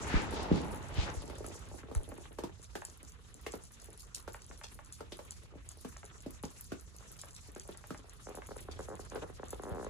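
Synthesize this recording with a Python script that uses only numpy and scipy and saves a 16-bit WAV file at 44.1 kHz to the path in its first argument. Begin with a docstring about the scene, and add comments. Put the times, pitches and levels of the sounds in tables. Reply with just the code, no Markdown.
"""Inside a tent in a snowstorm, beside a charcoal brazier. Wind and flame rumble throughout. At first cloth
rustles by friction and the wall flaps heavily; then clumps of wet snow tap on the taut canvas, each a
falling chirp because dispersion carries the treble ahead, while sleet and embers tick. Towards the end
the loaded canvas creaks by stick-slip friction: single slips that run together into a stutter."""
import sys
import numpy as np
from scipy import signal
from scipy.io import wavfile

SR = 44100
rng = np.random.default_rng(int(sys.argv[2]) if len(sys.argv) > 2 else 0)


def master_out(mix):
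    """Clip the mix to full scale and print it as 16-bit PCM to the path in sys.argv[1]."""
    frames = np.transpose(np.atleast_2d(mix))
    ceiling = np.clip(frames, -1, 1)
    pcm = np.round(ceiling * 32767).astype(np.int16)
    wavfile.write(sys.argv[1], SR, pcm)


N = 436149
TIME = np.arange(N) / SR

# strength of the storm: (time [s], level [dB])
WIND_LEVEL = [(0.0, -42.5), (2.7, -56), (8.43, -55), (8.59, -51), (9.89, -52)]
# spectrum of wind and flame: (frequency [Hz], relative density [dB])
RUMBLE_SPECTRUM = [(25, -29), (50, -1), (110, -9), (170, -16), (300, -37)]
# spectrum of the patter of far snow: (frequency [Hz], relative density [dB])
PATTER_SPECTRUM = [(250, -1), (480, 0), (720, -10), (1000, 1), (1400, -3), (3000, -8)]
# spectrum of the hiss of far snow: (frequency [Hz], relative density [dB])
HISS_SPECTRUM = [(3000, -13), (5000, 3), (7500, 6), (10000, -0.5), (13000, -26)]
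# likeness of left and right in the noise: (frequency [Hz], correlation [-1 to 1])
STEREO_CORRELATION = [(30, -0.6), (70, 0.77), (140, -0.079), (280, 0.94), (2000, -0.19), (9000, 0.29)]
# spectrum of loose, fluttering cloth: (frequency [Hz], relative density [dB])
FLUTTER_SPECTRUM = [(90, -0.5), (300, -1), (640, -5.5), (1300, -10), (2200, -17.5)]
# cloth sliding on cloth: (time [s], level [dB], nominal frequency [Hz], half length [s])
CLOTH_SLIDES = [(0.161, -37.5, 1880, 0.069), (0.389, -48, 4300, 0.071), (0.43, -51.5, 910, 0.33),
                (0.57, -49, 4220, 0.048), (1.014, -42, 3400, 0.046), (1.091, -45, 1380, 0.031)]
# heavy flaps of the wall, and one late deep thump: (time [s], level [dB], nominal frequency [Hz])
DEEP_THUMPS = [(0.138, -19.5, 200), (0.138, -19, 51.3), (0.335, -29.5, 287), (0.513, -14, 229),
               (0.518, -20, 95), (0.977, -21, 70), (1.162, -31, 56.6), (1.954, -23, 52.3),
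               (9.712, -31.5, 96)]
# stereo spread of a deep thump: (frequency [Hz], left-right phase [rad])
THUMP_PHASE = [(90, 1.96), (210, 0.94)]
# snow clumps: (time [s], knock level [dB], panel resonance [Hz], crack level [dB], crack resonance [Hz])
SNOW_CLUMPS = [(1.298, -42, 405, -47, 1380), (1.443, -42.5, 393, -48.5, 1300), (1.913, -40, 423, -54, 1200),
               (2.386, -37.5, 450, -42.5, 1260), (2.436, -35.5, 330, -41.5, 940),
               (2.753, -37.5, 387, -39.5, 1490), (3.464, -37, 450, -39.5, 2130),
               (3.537, -37, 402, -46, 1320), (4.277, -39.5, 486, -45, 1390),
               (5.006, -40.5, 476, -48.5, 1300), (5.121, -43.5, 343, -44, 3700),
               (5.19, -43.5, 533, -47.5, 1160), (5.553, -49, 298, -66, 895), (5.847, -40.5, 242, -46, 994),
               (6.261, -37.5, 265, -50.5, 700), (6.435, -38, 228, -41.5, 840), (6.454, -47, 240, -54, 1020),
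               (6.719, -35.5, 272, -43, 1410), (7.561, -43, 400, -50, 1440), (7.689, -41.5, 392, -52, 1390),
               (7.905, -38, 263, -44.5, 1280), (9.156, -36.5, 477, -45, 1440)]
# ticks of sleet and embers: (time [s], level [dB], nominal frequency [Hz])
SHARP_TICKS = [(1.464, -38, 9200), (1.9494, -36, 8600), (2.85, -34.5, 8250), (3.5204, -39.5, 7140),
               (4.147, -34, 7500), (4.924, -36.5, 7900), (5.3073, -34.5, 8000), (5.689, -36.5, 8000),
               (6.452, -40, 6940), (6.6087, -35, 13000), (7.2144, -36, 8300), (7.597, -36.5, 7200),
               (8.352, -39.5, 9700), (9.505, -34.5, 9400)]
# spatters of loose snow: (time [s], level [dB], nominal frequency [Hz])
SNOW_SPATTERS = [(4.002, -48, 7900), (4.144, -39, 7400), (4.636, -38.5, 4800), (7.188, -44, 6700),
                 (7.36, -45.5, 6400), (8.711, -44.5, 4800)]
# lighter, tighter taps of snow on the canvas: (time [s], level [dB])
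LIGHT_TAPS = [(1.833, -46.5), (1.951, -39.5), (2.118, -42.5), (2.255, -44.5), (2.82, -37), (4.345, -37.5),
              (4.512, -43.5), (4.613, -42), (4.64, -43.5), (4.79, -41.5), (5.965, -44.5), (6.031, -43),
              (7.235, -43.5), (7.748, -50), (7.84, -44), (7.946, -40.5), (8.4201, -40)]
# lone slips of the stretched canvas: (time [s], level [dB])
LONE_SLIPS = [(8.346, -46.5), (8.488, -43), (8.563, -43), (8.685, -39.5), (8.993, -41.5), (9.297, -46),
              (9.395, -42.5), (9.431, -38.5), (9.529, -37.5), (9.595, -41)]
# runs of slips: (time [s], first level [dB], length [s], first gap [s])
SLIP_RUNS = [(8.269, -42, 0.047, 0.018), (8.372, -41, .016, 0.012), (8.508, -42, .011, 0.0078),
             (8.791, -39, 0.015, 0.011), (8.884, -39.5, 0.069, 0.017), (9.119, -41, 0.06, 0.014),
             (9.22, -41.5, 0.02, 0.0066), (9.634, -38.5, 0.245, 0.019)]


def from_db(db):
    """Amplitude grows tenfold for every 20 dB."""
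    return 10 ** (np.asarray(db) / 20)


def rms_one(x):
    """Normalisation to unit mean power."""
    return x / np.sqrt(np.mean(x ** 2) + 1e-20)


def at_hz(points, hz):
    """Interpolation on a logarithmic frequency axis."""
    frequencies, values = np.transpose(points)
    return np.interp(np.log(hz), np.log(frequencies), values)


def band(x, low_hz, high_hz, order=2):
    """A Butterworth band-pass attenuates both sides of a band."""
    high_hz = min(high_hz, .45 * SR)
    low_hz = min(low_hz, high_hz / 2 ** .5)
    return signal.sosfilt(signal.butter(order, [low_hz, high_hz], "band", fs=SR, output="sos"), x)


def bell(x, hz, q, gain_db):
    """A resonance, added or subtracted, raises or lowers one band."""
    return x + (from_db(gain_db) - 1) * signal.lfilter(*signal.iirpeak(hz, q, fs=SR), x)


def add(out, s, sound):
    """Superposition: a short sound joins the mix at time s."""
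    i = max(int(s * SR), 0)
    out[:, i:i + sound.shape[-1]] += sound[..., :max(N - i, 0)]


def drift(rate_hz):
    """Low-passed noise gives a smooth random fluctuation of unit spread."""
    hop, run_in = 40, 2000
    pole = np.exp(-2 * np.pi * rate_hz * hop / SR)
    white = rng.standard_normal(N // hop + run_in + 2)
    slow = signal.lfilter([1], [1, -2 * pole, pole * pole], white)[run_in:]
    return np.interp(np.arange(N) / hop, np.arange(len(slow)), rms_one(slow))


def banded_noise(spectrum, patchy_db, flicker_hz):
    """Random amplitude modulation: half-octave bands flicker, partly together, at a total rms of 1."""
    out, together = 0, drift(flicker_hz)
    white = rng.standard_normal((2, 2, N))
    for k, hz in enumerate(22 * 2 ** np.arange(.25, 9.5, .5)):
        if spectrum[0][0] / 2 ** .5 < hz < spectrum[-1][0] * 2 ** .5:
            mid, side = band(white[k % 2], hz / 2 ** .25, hz * 2 ** .25)
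            alike = at_hz(STEREO_CORRELATION, hz)
            gain = from_db(at_hz(spectrum, hz) + patchy_db * (together + drift(flicker_hz)))
            out = out + gain * (np.sqrt(1 + alike) * mid + np.sqrt(1 - alike) * side * [[1], [-1]])
    return rms_one(out)


def from_left(x, lag_s=.00029):
    """Path difference: sound from the left arrives later on the right."""
    return np.stack([x[0], np.interp(TIME - lag_s, TIME, x[1])])


def echoed(x, farthest_s, share):
    """Comb filtering: a sound interferes with one reflection from a nearby fold of cloth."""
    lag = int(rng.uniform(.2, 1) * farthest_s * SR) + 1
    reflection = np.pad(x, ((0, 0), (lag, 0)))[:, :-lag]
    return (x + share * reflection) / np.hypot(1, share)


def tent(x, t60, wet_db):
    """Reverberation dies quickly between cloth walls; panel resonance favours the low middle."""
    t = TIME[:SR // 3]
    echoes = band(rng.standard_normal((2, len(t))), 160, 9600) * from_db(-60 * t / t60) * (t > .003)
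    wet = signal.fftconvolve(x, echoes / np.sqrt(np.sum(echoes ** 2) / 2), axes=1)[:, :N]
    panelled = bell(x + from_db(wet_db) * wet, 440, q=1.6, gain_db=1.5)
    return bell(panelled, 695, q=14, gain_db=-2.2)


def storm(lull_db=-58):
    """Wind and flame rumble; far snow sums incoherently to patter and hiss. All rise with the wind."""
    gust_db = np.interp(TIME, *np.transpose(WIND_LEVEL)) - lull_db
    rumble = from_db(-57.5 + gust_db) * banded_noise(RUMBLE_SPECTRUM, patchy_db=.6, flicker_hz=8)
    patter = from_db(-65.5 + .8 * gust_db) * banded_noise(PATTER_SPECTRUM, patchy_db=3, flicker_hz=24.7)
    hiss = from_db(-65.5 + .51 * gust_db) * banded_noise(HISS_SPECTRUM, patchy_db=3.5, flicker_hz=12.5)
    return rumble * from_db([[-1.7], [1.7]]) + patter + from_left(hiss)


def rustle(settling_db_per_s=23):
    """Sliding friction makes gritty swishes; each slide renews the decaying flutter of loose cloth."""
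    swishes, flutter = 0, from_db(-43.5 - settling_db_per_s * TIME)
    for s, db, hz, half_s in CLOTH_SLIDES:
        swell = 1 / (1 + ((TIME - s) / half_s) ** 2 / 2) ** 2
        friction = band(rng.standard_normal((2, N)), hz / 1.83, hz * 1.22, order=1)
        slide = rms_one(bell(friction, hz, q=1.5, gain_db=3.2))
        swishes = swishes + swell * from_db(db + 1.2 * drift(230)) * slide
        flutter = np.hypot(flutter, from_db(-44.5) * np.sqrt(swell))   # powers add
    loose_cloth = flutter * banded_noise(FLUTTER_SPECTRUM, patchy_db=2, flicker_hz=75)
    hollow = bell(swishes * from_db([[1.5], [-1.5]]) + loose_cloth, 858, q=7.8, gain_db=6.2)
    fade_out = np.interp(TIME, [1.7, 2.4], [1, 0])
    return band(hollow * fade_out, 50, 7400, order=4)


def canvas_wave(hz, phase, cycles, rise, length, settle):
    """Dispersion brings the treble first: the frequency falls as hz * (4 / (1 + age)^2 + settle)."""
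    age = np.arange(int(7 * cycles / hz * SR)) * hz / (cycles * SR)   # in units of cycles / hz seconds
    turns = cycles * (4 * age / (1 + age) + settle * age)
    attack = 1 - np.exp(-(age / rise) ** 2)
    swell = attack / (1 + (age / length) ** 4) * (1 - age / age[-1])
    return swell / swell.max() * np.sin(2 * np.pi * turns + np.array([[phase], [-phase]]) / 2)


def thumps():
    """A heavy thump, mostly a flap of the whole wall, launches a slow, deep dispersive wave."""
    out = np.zeros((2, N))
    for s, db, hz in DEEP_THUMPS:
        wave = canvas_wave(hz, at_hz(THUMP_PHASE, hz), cycles=1.173, rise=1, length=1.24, settle=.033)
        add(out, s, from_db(db) * wave)
    return tent(out, t60=.62, wet_db=-6)


def knock(hz, phase, length):
    """A clump's falling wave sweeps through the resonance of its panel, which rings briefly."""
    wave = canvas_wave(hz, phase, cycles=1.315, rise=.29, length=length, settle=.25)
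    ringing = bell(np.pad(wave, ((0, 0), (0, SR // 10))), hz, q=3.8, gain_db=6.5)
    return echoed(ringing, farthest_s=.00802, share=.3)


def taps(shower_start_s=1, shower_length_s=1.5):
    """Impact excitation: snow clumps knock, crack and spray; lighter ones fall between."""
    hits, spray, t = np.zeros((2, N)), np.zeros((2, N)), TIME[:SR // 8]
    for s, db, panel_hz, crack_db, ring_hz in SNOW_CLUMPS:
        length = 2.66 * 2 ** ((db - crack_db) / 20)   # icy clumps are tight, wet ones plop
        add(hits, s, from_db(db) * knock(panel_hz, rng.normal(), length))
        wave = canvas_wave(.597 * ring_hz, rng.normal(0, 3.4),
                           cycles=1.35, rise=.26, length=3.3, settle=.44)
        crack = bell(wave, ring_hz, q=12, gain_db=12)
        add(hits, s, from_db(crack_db) * echoed(crack, farthest_s=.00298, share=1))
        burst = from_db(crack_db - 60 * t / .14) * rng.standard_normal((2, len(t)))
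        add(spray, s, bell(burst, ring_hz, q=3, gain_db=10))
    strays = [(when * TIME[-1], -58 + 8 * size ** 3) for when, size in rng.random((70, 2))]
    # snow shaken loose by the flaps patters down
    shower = [(shower_start_s + shower_length_s * when, -47 + 6 * (size - when))
              for when, size in rng.random((36, 2))]
    for s, db in strays + shower:
        panel_hz = 240 * 2 ** rng.random()
        add(hits, s, from_db(db) * knock(panel_hz, rng.normal(), length=1 + 2 * rng.random()))
    canvas = tent(hits + light_taps(), t60=.19, wet_db=-6.5)
    return canvas + from_db(-1.5) * band(spray, 1400, 7100, order=1)


def scatter(db, hz, t60=.17):
    """Grains skitter over the cloth: their tiny impacts merge into rough, exponentially decaying noise."""
    t = TIME[:SR // 8]
    knots = t[::70]
    grit = from_db(5.2 * np.interp(t, knots, rng.standard_normal(len(knots))))
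    grains = band(grit * rng.standard_normal((2, len(t))), hz / 2, hz * 1.4)
    attack = 1 - np.exp(-t / .0011)
    return from_db(db - 60 * t / t60) * attack * echoed(grains, farthest_s=.0013, share=.87)


def ticks():
    """Sleet and embers give bright transients, each followed by a scatter; loose snow only scatters."""
    near, around, t = np.zeros((2, N)), np.zeros((2, N)), TIME[:SR // 8]
    snap = (t / .001) ** 2 * np.exp(2 - 2 * t / .00099)   # peaks after about a millisecond
    faint = [(when * TIME[-1], -52 + 4.2 * min(-np.log(size), 2), 6600 * 2 ** (.8 * pitch))
             for when, size, pitch in rng.random((190, 3))]
    for s, db, hz in SHARP_TICKS + faint:
        crackle = rms_one(band(rng.standard_normal(len(t)), hz / .96, hz * 1.16))
        add(near, s, from_db(db) * snap * crackle)
        add(near, s, scatter(db - 11.5, hz)[0])
    for s, db, hz in SNOW_SPATTERS:
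        add(around, s, scatter(db, hz))
    return from_left(near) + around


def light_taps():
    """A lighter, tighter tap of snow gives a short, bright wave; each spot has its own resonance."""
    out = np.zeros((2, N))
    for (s, db), (pitch, ring, side) in zip(LIGHT_TAPS, rng.random((len(LIGHT_TAPS), 3)) - .5):
        wave = canvas_wave(720 * 2 ** (pitch / 2), np.pi * side,
                           cycles=1.2, rise=.13, length=2.2, settle=.4)
        ringing = bell(np.pad(wave, ((0, 0), (0, SR // 20))), 1500 * 2 ** ring, q=54, gain_db=4.8)
        add(out, s, from_db(db) * echoed(ringing, farthest_s=.00497, share=.42))
    return out


def slip_run(start, db, length, first_gap):
    """Relaxation oscillation: slips quicken, then in a long run slow again as the load is spent."""
    shortest_gap_s, speed_up_s = .006, .026
    slows_after_s, slowing_s_per_s = .053, .085
    db_per_doubling = 4   # a longer wait stores more tension
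    slips, age = [], 0
    while age < length:
        gap = shortest_gap_s + (first_gap - shortest_gap_s) * np.exp(-age / speed_up_s)
        gap += slowing_s_per_s * max(age - slows_after_s, 0)
        slips.append((start + age, db + db_per_doubling * np.log2(gap / first_gap)))
        age += gap
    return slips


def creaks(wears_in_s=.097):
    """Stick-slip friction at one spot: each slip sends a dry falling wave into a hollow panel."""
    out, slips = np.zeros((2, N)), list(LONE_SLIPS)
    for run in SLIP_RUNS:
        slips += slip_run(*run)
    for (s, db), (pitch, strength) in zip(slips, rng.standard_normal((len(slips), 2))):
        wave = canvas_wave(620 * 2 ** (pitch / 10), -.78, cycles=1.72, rise=.21, length=4.3, settle=.029)
        # the first slips snap brighter, until the spot is worn smooth
        top_hz = 1970 + 2600 * np.exp((SLIP_RUNS[0][0] - s) / wears_in_s)
        wave = band(np.pad(wave, ((0, 0), (0, SR // 50))), 192, top_hz, order=5)
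        add(out, s, from_db(db + strength) * echoed(wave, farthest_s=.00298, share=.31))
    return bell(tent(out, t60=.24, wet_db=-10.5), 490, q=2.75, gain_db=7.1)


def scene():
    """Superposition: the pressures of all sources add inside the tent."""
    return storm() + rustle() + thumps() + taps() + ticks() + creaks()


def record(dry):
    """Low-pass filtering dulls the highest treble, then cuts the top steeply."""
    dulled = signal.sosfilt(signal.butter(3, 14000, fs=SR, output="sos"), dry)
    return signal.sosfilt(signal.cheby2(14, 70, 16600, fs=SR, output="sos"), dulled)


dry = scene()
out = record(dry)
master_out(out)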